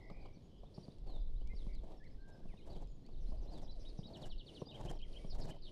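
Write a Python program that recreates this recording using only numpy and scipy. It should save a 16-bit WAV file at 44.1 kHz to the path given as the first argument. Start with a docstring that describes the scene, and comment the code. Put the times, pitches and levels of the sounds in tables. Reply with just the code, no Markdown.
"""A horse canters on the sand of an outdoor arena, some way off: damped thuds, knocks and bursts of crunching noise.
It draws air and snorts it out through flapping nostrils (coloured noise under swelling envelopes); the tack ticks
and there are two faint squeaks. A blackbird, a chaffinch and small twittering birds sing in the trees (warbling sine
tones with scatter and tails). A light wind rumbles on the microphone over a steady countryside murmur."""
import sys
import numpy as np
from scipy import signal
from scipy.fft import rfft, irfft
from scipy.io import wavfile
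from scipy.ndimage import uniform_filter1d

SR = 44100
rng = np.random.default_rng(int(sys.argv[2]) if len(sys.argv) > 2 else 0)


def unload_wav(signal):
    """Save mono or channel-first audio to the path in sys.argv[1] as 16-bit WAV at rate SR, clipped to [-1, 1]."""
    wavfile.write(
        sys.argv[1],
        SR,
        np.round(np.clip(np.atleast_2d(signal).T, -1, 1) * 32767).astype(np.int16),
    )


N = 251811
TIME = np.arange(N) / SR   # s
CUTOFF_HZ = 15000

# Event levels are relative: group gains and envelopes follow.

# gusts on the microphone: strongest t/s, length/s, level/dB
GUSTS = [(.19, .4, -48), (.62, .18, -53), (1.28, .7, -36), (1.7, .6, -39), (2.15, .5, -48),
         (2.48, .16, -41), (2.8, .5, -43), (3.27, .46, -36.5), (3.7, .9, -42.5), (4.33, .24, -39),
         (5.0, .55, -41), (5.37, .34, -36), (5.62, .22, -44)]
WIND_DB, BREEZE_DB, AIR_DB = -1, -65, -60.4   # gust gain, breeze between gusts, countryside murmur
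# wind and countryside spectra: f/Hz, relative density/dB per Hz
WIND_COLOUR = [(8, -8), (15, 8.5), (26, -2), (40, -6.5), (60, -19.5), (100, -30), (200, -53), (500, -87)]
AIR_COLOUR = [(30, -3), (70, 0), (150, 0), (250, -6.5), (420, -10.5), (700, -20.5), (1000, -28),
              (1400, -37), (2300, -39.5), (3400, -33), (5000, -37), (7000, -46.5), (12000, -52),
              (15000, -66)]

# snorts: start t/s, strongest t/s, end t/s, level/dB
SNORTS = [(-.05, .05, .4, -61), (1.03, 1.11, 1.23, -59.5), (1.8, 1.94, 2, -56), (2.25, 2.3, 2.49, -64),
          (2.65, 2.7, 2.88, -54.5), (3.3, 3.59, 3.76, -55), (4.04, 4.24, 4.315, -51.8),
          (4.68, 4.87, 4.985, -51.5), (5.32, 5.44, 5.58, -50)]
# air drawn in: start t/s, strongest t/s, end t/s, level/dB
INTAKES = [(.68, .8, 1.02, -65), (1.48, 1.66, 1.77, -64), (2.42, 2.53, 2.7, -68), (3.2, 3.3, 3.4, -64),
           (3.73, 3.84, 4.13, -62.5), (4.42, 4.57, 4.67, -58), (5.03, 5.19, 5.35, -58.5),
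           (5.61, 5.72, 6.03, -63)]
# runs of nostril flaps: first t/s, last t/s, flaps, spray level/dB, spray growth/dB per flap, puff level/dB
FLUTTERS = [(1.849, 1.849, 1, -78, 0, -56), (2.3, 2.3, 1, -75.5, 0, -61), (2.677, 2.83, 4, -74.5, -.3, -54),
            (3.536, 3.632, 3, -70.5, 1.6, -53), (4.174, 4.274, 3, -68.5, 4.3, -52),
            (4.761, 4.911, 4, -64.5, 3.2, -43), (5.357, 5.503, 4, -64.5, 3.3, -46.5)]
# puffs peak this far through a run; fall in dB per squared flap from there
PUFF_PEAK_SHARE, PUFF_FALL_DB = .72, 2.4
# breath spectra: f/Hz, relative density/dB per Hz
SNORT_COLOUR = [(60, -3), (150, 1.5), (350, 2), (480, -4), (620, 1.5), (900, -8.5), (1350, -26.5),
                (2200, -29), (3800, -24.5), (6000, -34.5), (10000, -40.5), (15000, -48.5)]
SPRAY_COLOUR = [(600, -21), (1100, 0), (1700, 9.5), (2500, -6), (4000, -3.5), (5500, 2), (7300, 1.5),
                (10000, -5.5), (13000, -15), (16000, -28)]
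PUFF_COLOUR = [(40, -23), (95, 0.5), (130, 11), (220, -20), (400, -13.5), (900, -17), (1500, -39)]
INTAKE_COLOUR = [(120, -6), (330, 7), (600, 3.5), (800, -10.5), (1500, -21.5), (3500, -16), (5000, -17),
                 (6600, -23.5), (7700, -30), (9300, -21.5), (11000, -32), (13000, -44)]

# blackbird notes: t/s, length/s, first f/Hz, middle f/Hz, last f/Hz, level/dB, warble depth/Hz
BLACKBIRD = [(0.0, .125, 2080, 2070, 2170, -70, 100), (.09, .22, 2220, 2395, 2136, -75.5, 107),
             (.31, .068, 2316, 2340, 2310, -82, 40), (1.46, .057, 2200, 2340, 2500, -78, 9),
             (1.5, .039, 2056, 2094, 2150, -67, 3), (1.68, .084, 2250, 2156, 2210, -75.5, 126),
             (2.0, .053, 1740, 1800, 2350, -73.5, 3), (2.05, .029, 2230, 2080, 1710, -73, 0),
             (2.18, .205, 1560, 1589, 1545, -75.5, 0), (2.48, .066, 2880, 2260, 1760, -77, 3),
             (2.57, .045, 2880, 2410, 2000, -77.5, 60), (3.04, .06, 1740, 2350, 3100, -86, 0),
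             (5.19, .07, 2310, 2260, 2320, -79, 0)]
# small birds' call notes: delay/s, length/s, first, middle, last f/share of call pitch, level/dB, warble depth/Hz
CHIP = [(0, .031, .78, 1, .77, 0, 0)]
DROOP = [(0, .032, 1, .97, .88, 0, 0)]
SLUR = [(0, .03, .88, 1, 1.06, 0, 0)]
CHIRRUP = [(0, .022, .97, 1.02, .99, -.5, 170), (.02, .026, .95, .87, .85, 0, 170),
           (.05, .023, .84, .74, .72, -2.5, 120)]
# arched chips, drooping peeps, rising slurs, three-step falling chirrups: t/s, pitch f/Hz, level/dB
CHIPS = [(.016, 5220, -83), (.07, 5300, -84), (.113, 5150, -79), (.207, 4850, -77.5), (.248, 3250, -77.5),
         (.33, 5900, -84), (.345, 4600, -82), (.74, 5600, -75), (.74, 4860, -72), (.79, 5820, -79),
         (.826, 4750, -70), (1.545, 5540, -78.5), (3.368, 5000, -76), (5.268, 5740, -76)]
DROOPS = [(1.968, 5500, -82), (2.11, 5250, -83), (2.322, 5350, -80), (4.168, 5550, -82), (4.31, 5480, -78),
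          (4.59, 5900, -76), (4.94, 5700, -78)]
SLURS = [(.65, 3500, -76), (.9, 3780, -77.5), (1.358, 3900, -78), (1.405, 3100, -79), (2.058, 4250, -79),
         (2.195, 4200, -82), (2.567, 3880, -75.5), (2.612, 3100, -77), (3.045, 4440, -77.5)]
CHIRRUPS = [(1.56, 4540, -70), (1.73, 4650, -74), (2.698, 4500, -69.5), (3.526, 4500, -67)]
# drawn-out whistles: t/s, length/s, first f/Hz, middle f/Hz, last f/Hz, level/dB, warble depth/Hz
WHISTLES = [(.425, .045, 6520, 6700, 6600, -87.5, 0), (.48, .16, 3350, 3150, 3250, -81.5, 200),
            (1.07, .125, 4560, 3850, 3400, -71.5, 0), (2.88, .1, 6940, 6800, 6740, -88.5, 0),
            (3.12, .04, 4730, 3940, 2880, -78.5, 0)]

# hoof falls: t/s, thud level/dB, knock level/dB, sand crunch level/dB
HOOF_FALLS = [(.104, -52.5, -47, -51.5), (.115, -42.5, -54, -62), (.261, -54, -51, -53),
              (.372, -52, -58, -76), (.638, -60, -66, -55.5), (.783, -38.5, -52, -55),
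              (.886, -41.5, -52, -58), (1.419, -55, -66, -59.5), (1.537, -46, -62, -59),
              (1.671, -39.5, -60, -58), (1.839, -52, -55, -57.5), (2.457, -46.5, -56, -62),
              (2.542, -49, -60, -57.5), (3.092, -51.5, -66, -59), (3.291, -45, -72, -78),
              (3.323, -48.5, -53, -53), (3.992, -33.8, -52, -58), (4.058, -45, -61, -63),
              (4.622, -37.5, -41.5, -44.5), (4.673, -56, -52, -60), (5.249, -40.5, -50, -54.5)]
# heavier falls sink deeper and sound lower: full-weight pitch and level, rise for lighter ones
THUD_HZ, FULL_WEIGHT_DB, LIGHTER_OCTAVES_PER_DB = 145, -36, .04
KNOCK_HZ = 500   # hoof wall meeting the sand
# sand crunch spectrum: f/Hz, relative density/dB per Hz
CRUNCH_COLOUR = [(100, -20.5), (350, 8.5), (750, 4.5), (1100, -2.5), (1500, -32), (4000, -22.5),
                 (10000, -46)]

# bit and buckles: t/s, level/dB
TACK_TICKS = [(0.984, -65), (1.4734, -57.5), (1.751, -58.5), (2.042, -65.5), (2.288, -72.5), (2.873, -64.5),
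              (3.064, -62.5), (4.996, -72), (5.017, -59.5)]
# tick spectrum: f/Hz, relative density/dB per Hz
TICK_COLOUR = [(2000, -2), (3500, 18.5), (6000, 9.5), (9500, -1), (12000, -16)]

# chaffinch syllable shapes: t from syllable time/s, f at pitch factor 1/Hz, level/dB
HOOK = [(0, 2874, -11), (.008, 3650, -5.5), (.018, 3813, -3), (.033, 3726, -2.5), (.036, 5370, -16),
        (.041, 4800, -11), (.052, 4110, -4.5), (.06, 4100, -28)]
SLIDE = [(-.004, 4770, -24), (.002, 4566, -10.5), (.012, 3900, -4.5), (.025, 3136, -7.5), (.037, 2820, -10),
         (.046, 2910, -22), (.053, 2900, -34)]
DIP = [(0, 4970, -10.5), (.007, 3222, -15), (.022, 2570, -14.5), (.03, 3062, -11.5), (.043, 3380, -2.5),
       (.049, 3300, -5), (.053, 2430, -20), (.072, 1964, -25)]
# opening hooks: t/s, pitch factor, level/dB
HOOKS = [(3.258, 1.11, -68.5), (3.472, 1.1, -65.5), (3.677, 1.06, -60.5), (3.851, 1.015, -58.5),
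         (4.031, 1.02, -57.5)]
# buzz leading each hook: delay/s, length/s, first, middle, last f/Hz at factor 1, level re hook/dB, warble depth/Hz
LEAD_BUZZ = [(-.057, .048, 5500, 5150, 4900, -14, 450)]
# even trills: start t/s, syllables, period/s, pitch factor, level/dB
SLIDE_TRILL = (4.133, 6, .0831, .985, -54.7)
DIP_TRILL = (4.711, 4, .1392, .96, -54.5)
# one more dip before the flourish: t/s, pitch factor, level/dB
LAST_DIP = (5.472, .93, -56.5)
# two-voiced note between the trills: t/s, length/s, first f/Hz, middle f/Hz, last f/Hz, level/dB
BRIDGE = [(4.657, .03, 4680, 4840, 4840, -65), (4.683, .031, 3640, 3620, 4030, -59.5),
          (4.708, .022, 3700, 2900, 2760, -62.5)]
# closing buzzes, then flourish: t/s, length/s, first f/Hz, middle f/Hz, last f/Hz, level/dB, warble depth/Hz
BUZZES = [(5.298, .04, 5260, 4500, 4120, -61, 454), (5.408, .034, 5170, 4480, 3970, -60.5, 452)]
FLOURISH = [(5.62, .075, 4700, 3850, 2750, -61.5, 304)]

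# faint low squeaks: t/s, length/s, first f/Hz, middle f/Hz, last f/Hz, level/dB
SQUEAKS = [(3.33, 0.034, 603, 632, 606, -60), (3.745, 0.066, 807, 630, 576, -67.5)]

# echoes from the stand and the trees: delay/s, level/dB
ECHOES = [(.047, -23), (.105, -23.5)]
NEAR_DECAY_S = .014


def from_db(db):
    """dB to amplitude."""
    return 10 ** (np.asarray(db) / 20)


def rms_one(x):
    """Scale to rms 1."""
    return x / np.sqrt(np.mean(x ** 2) + 1e-20)


def evened(x, size):
    """Hold the rms near 1 over every stretch of size samples."""
    return x / np.sqrt(uniform_filter1d(x ** 2, size) + 1e-9)


def add(track, s, sound):
    """Mix a sound into the track at time s."""
    start = max(0, int(s * SR))
    part = sound[:max(0, N - start)]
    track[start:start + len(part)] += part


def noise(spectrum):
    """Noise of the given colour, falling away beyond its ends; rms 1."""
    hz, db = np.transpose(spectrum)
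    f = np.maximum(np.fft.rfftfreq(N, 1 / SR), 1)
    skirts = 1 / (1 + (f / hz[-1] / 2) ** 4) / (1 + (hz[0] / f / 2) ** 4)
    gain = from_db(np.interp(np.log(f), np.log(hz), db)) * skirts
    return rms_one(irfft(rfft(rng.standard_normal(N)) * gain, N))


def drift(rate_hz):
    """Random piecewise-linear wander, rate_hz knots a second; rms 1."""
    knots = rng.standard_normal(N // 8)
    return rms_one(np.interp(TIME * rate_hz, np.arange(len(knots)), knots))


def swells(rows, sharpness):
    """Summed envelopes, each rising to its strongest point and dying away."""
    total = np.zeros(N)
    for start, top, end, db in rows:
        phase = np.interp(TIME, [start, top, end], [0, np.pi / 2, 0])
        total += from_db(db) * np.sin(phase) ** sharpness
    return total


def outdoors(x, near_db, far_db, t60_s):
    """Close scatter blurs each sound; then a few echoes and a tail that stirring leaves keep shimmering."""
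    t = TIME[:SR]
    scatter = rng.standard_normal(SR) * np.exp(-t / NEAR_DECAY_S)
    near = from_db(near_db) * rms_one(scatter) / np.sqrt(SR)   # unit energy, then level
    tail = rng.standard_normal(SR) * from_db(-60 * t / t60_s) * np.minimum(t / 0.011, 1)
    far = from_db(far_db) * rms_one(tail) / np.sqrt(SR)
    for delay, db in ECHOES:
        add(near, delay, from_db([db]))
    shimmer = drift(260)
    return x + signal.fftconvolve(x, near)[:N] + signal.fftconvolve(x, far)[:N] * shimmer


def whistle(hz, gain):
    """Pure tone along a pitch path; gain is its rms."""
    return np.sqrt(2) * gain * np.sin(2 * np.pi * np.cumsum(hz) / SR)


def notes(rows, warble_hz, unsteady):
    """Tones bending through three pitches, with a sine warble and a random pitch wander of rms share unsteady."""
    out, waver = np.zeros(N), 1 + unsteady * drift(350)
    for s, length, first, middle, last, db, *warble_depth in rows:
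        t = TIME[:int(length * SR)]
        u = t / length
        hz = np.polyval(np.polyfit([0, .5, 1], [first, middle, last], 2), u)
        hz = hz * np.roll(waver, -int(s * SR))[:len(t)]
        hz = hz + sum(warble_depth) * np.sin(2 * np.pi * warble_hz * t)   # depth 0 if no column
        add(out, s, whistle(hz, from_db(db) * np.sin(np.pi * u) ** (1 / 3)))
    return out


def calls(shape, rows):
    """The notes of one call, repeated at each row's time, pitch and level."""
    return [(s + delay, length, pitch * first, pitch * middle, pitch * last, db + note_db, warble)
            for s, pitch, db in rows
            for delay, length, first, middle, last, note_db, warble in shape]


def air():
    """Gusts swell and die on the microphone, over a light breeze and the steady murmur of the countryside."""
    spans = [(s - length / 2, s, s + length / 2, db) for s, length, db in GUSTS]
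    strength = from_db(WIND_DB) * swells(spans, sharpness=1.3) + from_db(BREEZE_DB)
    wind = strength * evened(noise(WIND_COLOUR), size=3000)
    murmur = from_db(AIR_DB + 1.0 * drift(14)) * noise(AIR_COLOUR)
    return wind + murmur


def flaps():
    """Evenly spaced flaps: spray level steps through a run, puffs swell and fade. Gives (s, spray dB, puff dB)."""
    for first, last, count, spray_db, growth_db, puff_db in FLUTTERS:
        steps = count - 1
        for k, s in enumerate(np.linspace(first, last, count)):
            puff_fall_db = PUFF_FALL_DB * (k - PUFF_PEAK_SHARE * steps) ** 2
            yield s, spray_db + growth_db * (k - steps / 2), puff_db - puff_fall_db


def nostrils(open_s=.014, shut_s=.005, wet_db=3.7, flutter_db=2.7):
    """Hissing intakes and hollow snorts; each nostril flap swells to a puff and spray, then snaps shut."""
    spray, puff = np.zeros(N), np.zeros(N)
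    for s, spray_db, puff_db in flaps():
        opening = np.exp(-((TIME - s) / np.where(TIME < s, open_s, shut_s)) ** 2 / 2)
        spray += from_db(spray_db) * opening
        puff += from_db(puff_db) * opening
    snort = swells(SNORTS, sharpness=0.56) * evened(noise(SNORT_COLOUR), size=600)
    snort *= from_db(flutter_db * drift(90) - 3.3)
    wet_spray = spray * noise(SPRAY_COLOUR) * from_db(wet_db * drift(450) - 3.5)
    low_puff = puff * evened(noise(PUFF_COLOUR), size=600)
    intake = swells(INTAKES, sharpness=0.97) * noise(INTAKE_COLOUR) * from_db(1.0 * drift(160) - 1.5)
    return snort + wet_spray + low_puff + intake


def flock(count, level_db):
    """Faint arched chirps at random moments and pitches."""
    when, long, pitch, end, far = rng.random((count, 5)).T
    hz = 3000 + 2100 * pitch
    length_s = .02 + .02 * long
    last_hz = (.7 + 0.27 * end) * hz
    rows = np.transpose([when * TIME[-1], length_s, 0.95 * hz, hz, last_hz, level_db - 6 * far])
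    return outdoors(notes(rows, warble_hz=0, unsteady=0.0099), near_db=-6, far_db=-10.5, t60_s=0.35)


def far_birds():
    """Birds deeper in the trees, notes smeared by the foliage; the small ones flutter in level."""
    fluting = notes(BLACKBIRD, warble_hz=54, unsteady=0.0043)
    blackbird = outdoors(fluting, near_db=-9, far_db=-9, t60_s=.8)
    song = calls(CHIP, CHIPS) + calls(DROOP, DROOPS) + calls(SLUR, SLURS) + calls(CHIRRUP, CHIRRUPS) + WHISTLES
    fluttering = notes(song, warble_hz=120, unsteady=.011) * from_db(1.5 * drift(220))
    twitter = outdoors(fluttering, near_db=-7, far_db=-5.3, t60_s=.7)
    return from_db(2.0) * blackbird + from_db(1.5) * twitter + flock(count=90, level_db=-83)


def swing(hz, db, damping):
    """One heavily damped swing, its main trough near half a cycle in."""
    cycles = TIME[:SR // 4] * hz
    envelope = (cycles * damping * np.exp(1 - cycles * damping)) ** 2
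    return from_db(db) * envelope * np.cos(2 * np.pi * cycles)


def hooves(damping=1.57, knock_damping=1.3, crunch_s=.0058, settle_s=.015, settle_db=-18):
    """Ground gives one damped swing under each hoof; the hoof knocks, the sand crunches and settles."""
    thuds, press, t = np.zeros(N), np.zeros(N), TIME[:SR // 4]
    grind = np.exp(-t / crunch_s) + from_db(settle_db) * np.exp(-t / settle_s)
    grind *= np.minimum(t / 0.0017, 1)
    for s, thud_db, knock_db, crunch_db in HOOF_FALLS:
        hz = THUD_HZ * 2 ** (LIGHTER_OCTAVES_PER_DB * max(FULL_WEIGHT_DB - thud_db, 0))
        add(thuds, s - .5 / hz, swing(hz, thud_db, damping))
        add(thuds, s - .5 / KNOCK_HZ, swing(KNOCK_HZ, knock_db, knock_damping))
        add(press, s - .005, from_db(crunch_db) * grind)
    crunch = 1.55 * press * evened(noise(CRUNCH_COLOUR), size=300)
    return outdoors(thuds + crunch, near_db=-25, far_db=-18.5, t60_s=0.47)


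def tack(decay_s=.0024, gain_db=-4):
    """Short bright ticks of metal on metal: decaying noise."""
    touch = np.zeros(N)
    for s, db in TACK_TICKS:
        add(touch, s, from_db(db + gain_db) * np.exp(-TIME[:SR // 20] / decay_s))
    return touch * evened(noise(TICK_COLOUR), size=60)


def trill(start, count, period, pitch, db):
    """One syllable repeated at an even pace."""
    return [(start + k * period, pitch, db) for k in range(count)]


def chaffinch():
    """Buzz-led hooks and two even trills, then loud buzzes and a closing flourish; all gliding tones."""
    out = notes(calls(LEAD_BUZZ, HOOKS) + BUZZES, warble_hz=190, unsteady=0.025)
    out += notes(FLOURISH, warble_hz=75, unsteady=.04)
    out += notes(BRIDGE, warble_hz=0, unsteady=.012)
    slides = trill(*SLIDE_TRILL)
    dips = trill(*DIP_TRILL) + [LAST_DIP]
    for shape, run in ((HOOK, HOOKS), (SLIDE, slides), (DIP, dips)):
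        at, hz, db = np.transpose(shape)
        t = np.arange(at[0], at[-1], 1 / SR)
        for s, pitch, level_db in run:
            gain = from_db(level_db + np.interp(t, at, db))
            add(out, s + at[0], whistle(pitch * np.interp(t, at, hz), gain))
    return outdoors(out, near_db=-4, far_db=-9.5, t60_s=1.0)


def squeaks():
    """Faint low squeaks: short, slightly unsteady tones."""
    return notes(SQUEAKS, warble_hz=0, unsteady=0.015)


def scene():
    """Sum of all sources, one channel."""
    horse = hooves() + nostrils() + tack() + squeaks()
    return (horse + chaffinch() + far_birds() + air())[None]


def record(dry):
    """Steep elliptic low-pass at CUTOFF_HZ."""
    return signal.sosfilt(signal.ellip(10, .1, 80, CUTOFF_HZ, fs=SR, output="sos"), dry)


dry = scene()
out = record(dry)
unload_wav(out)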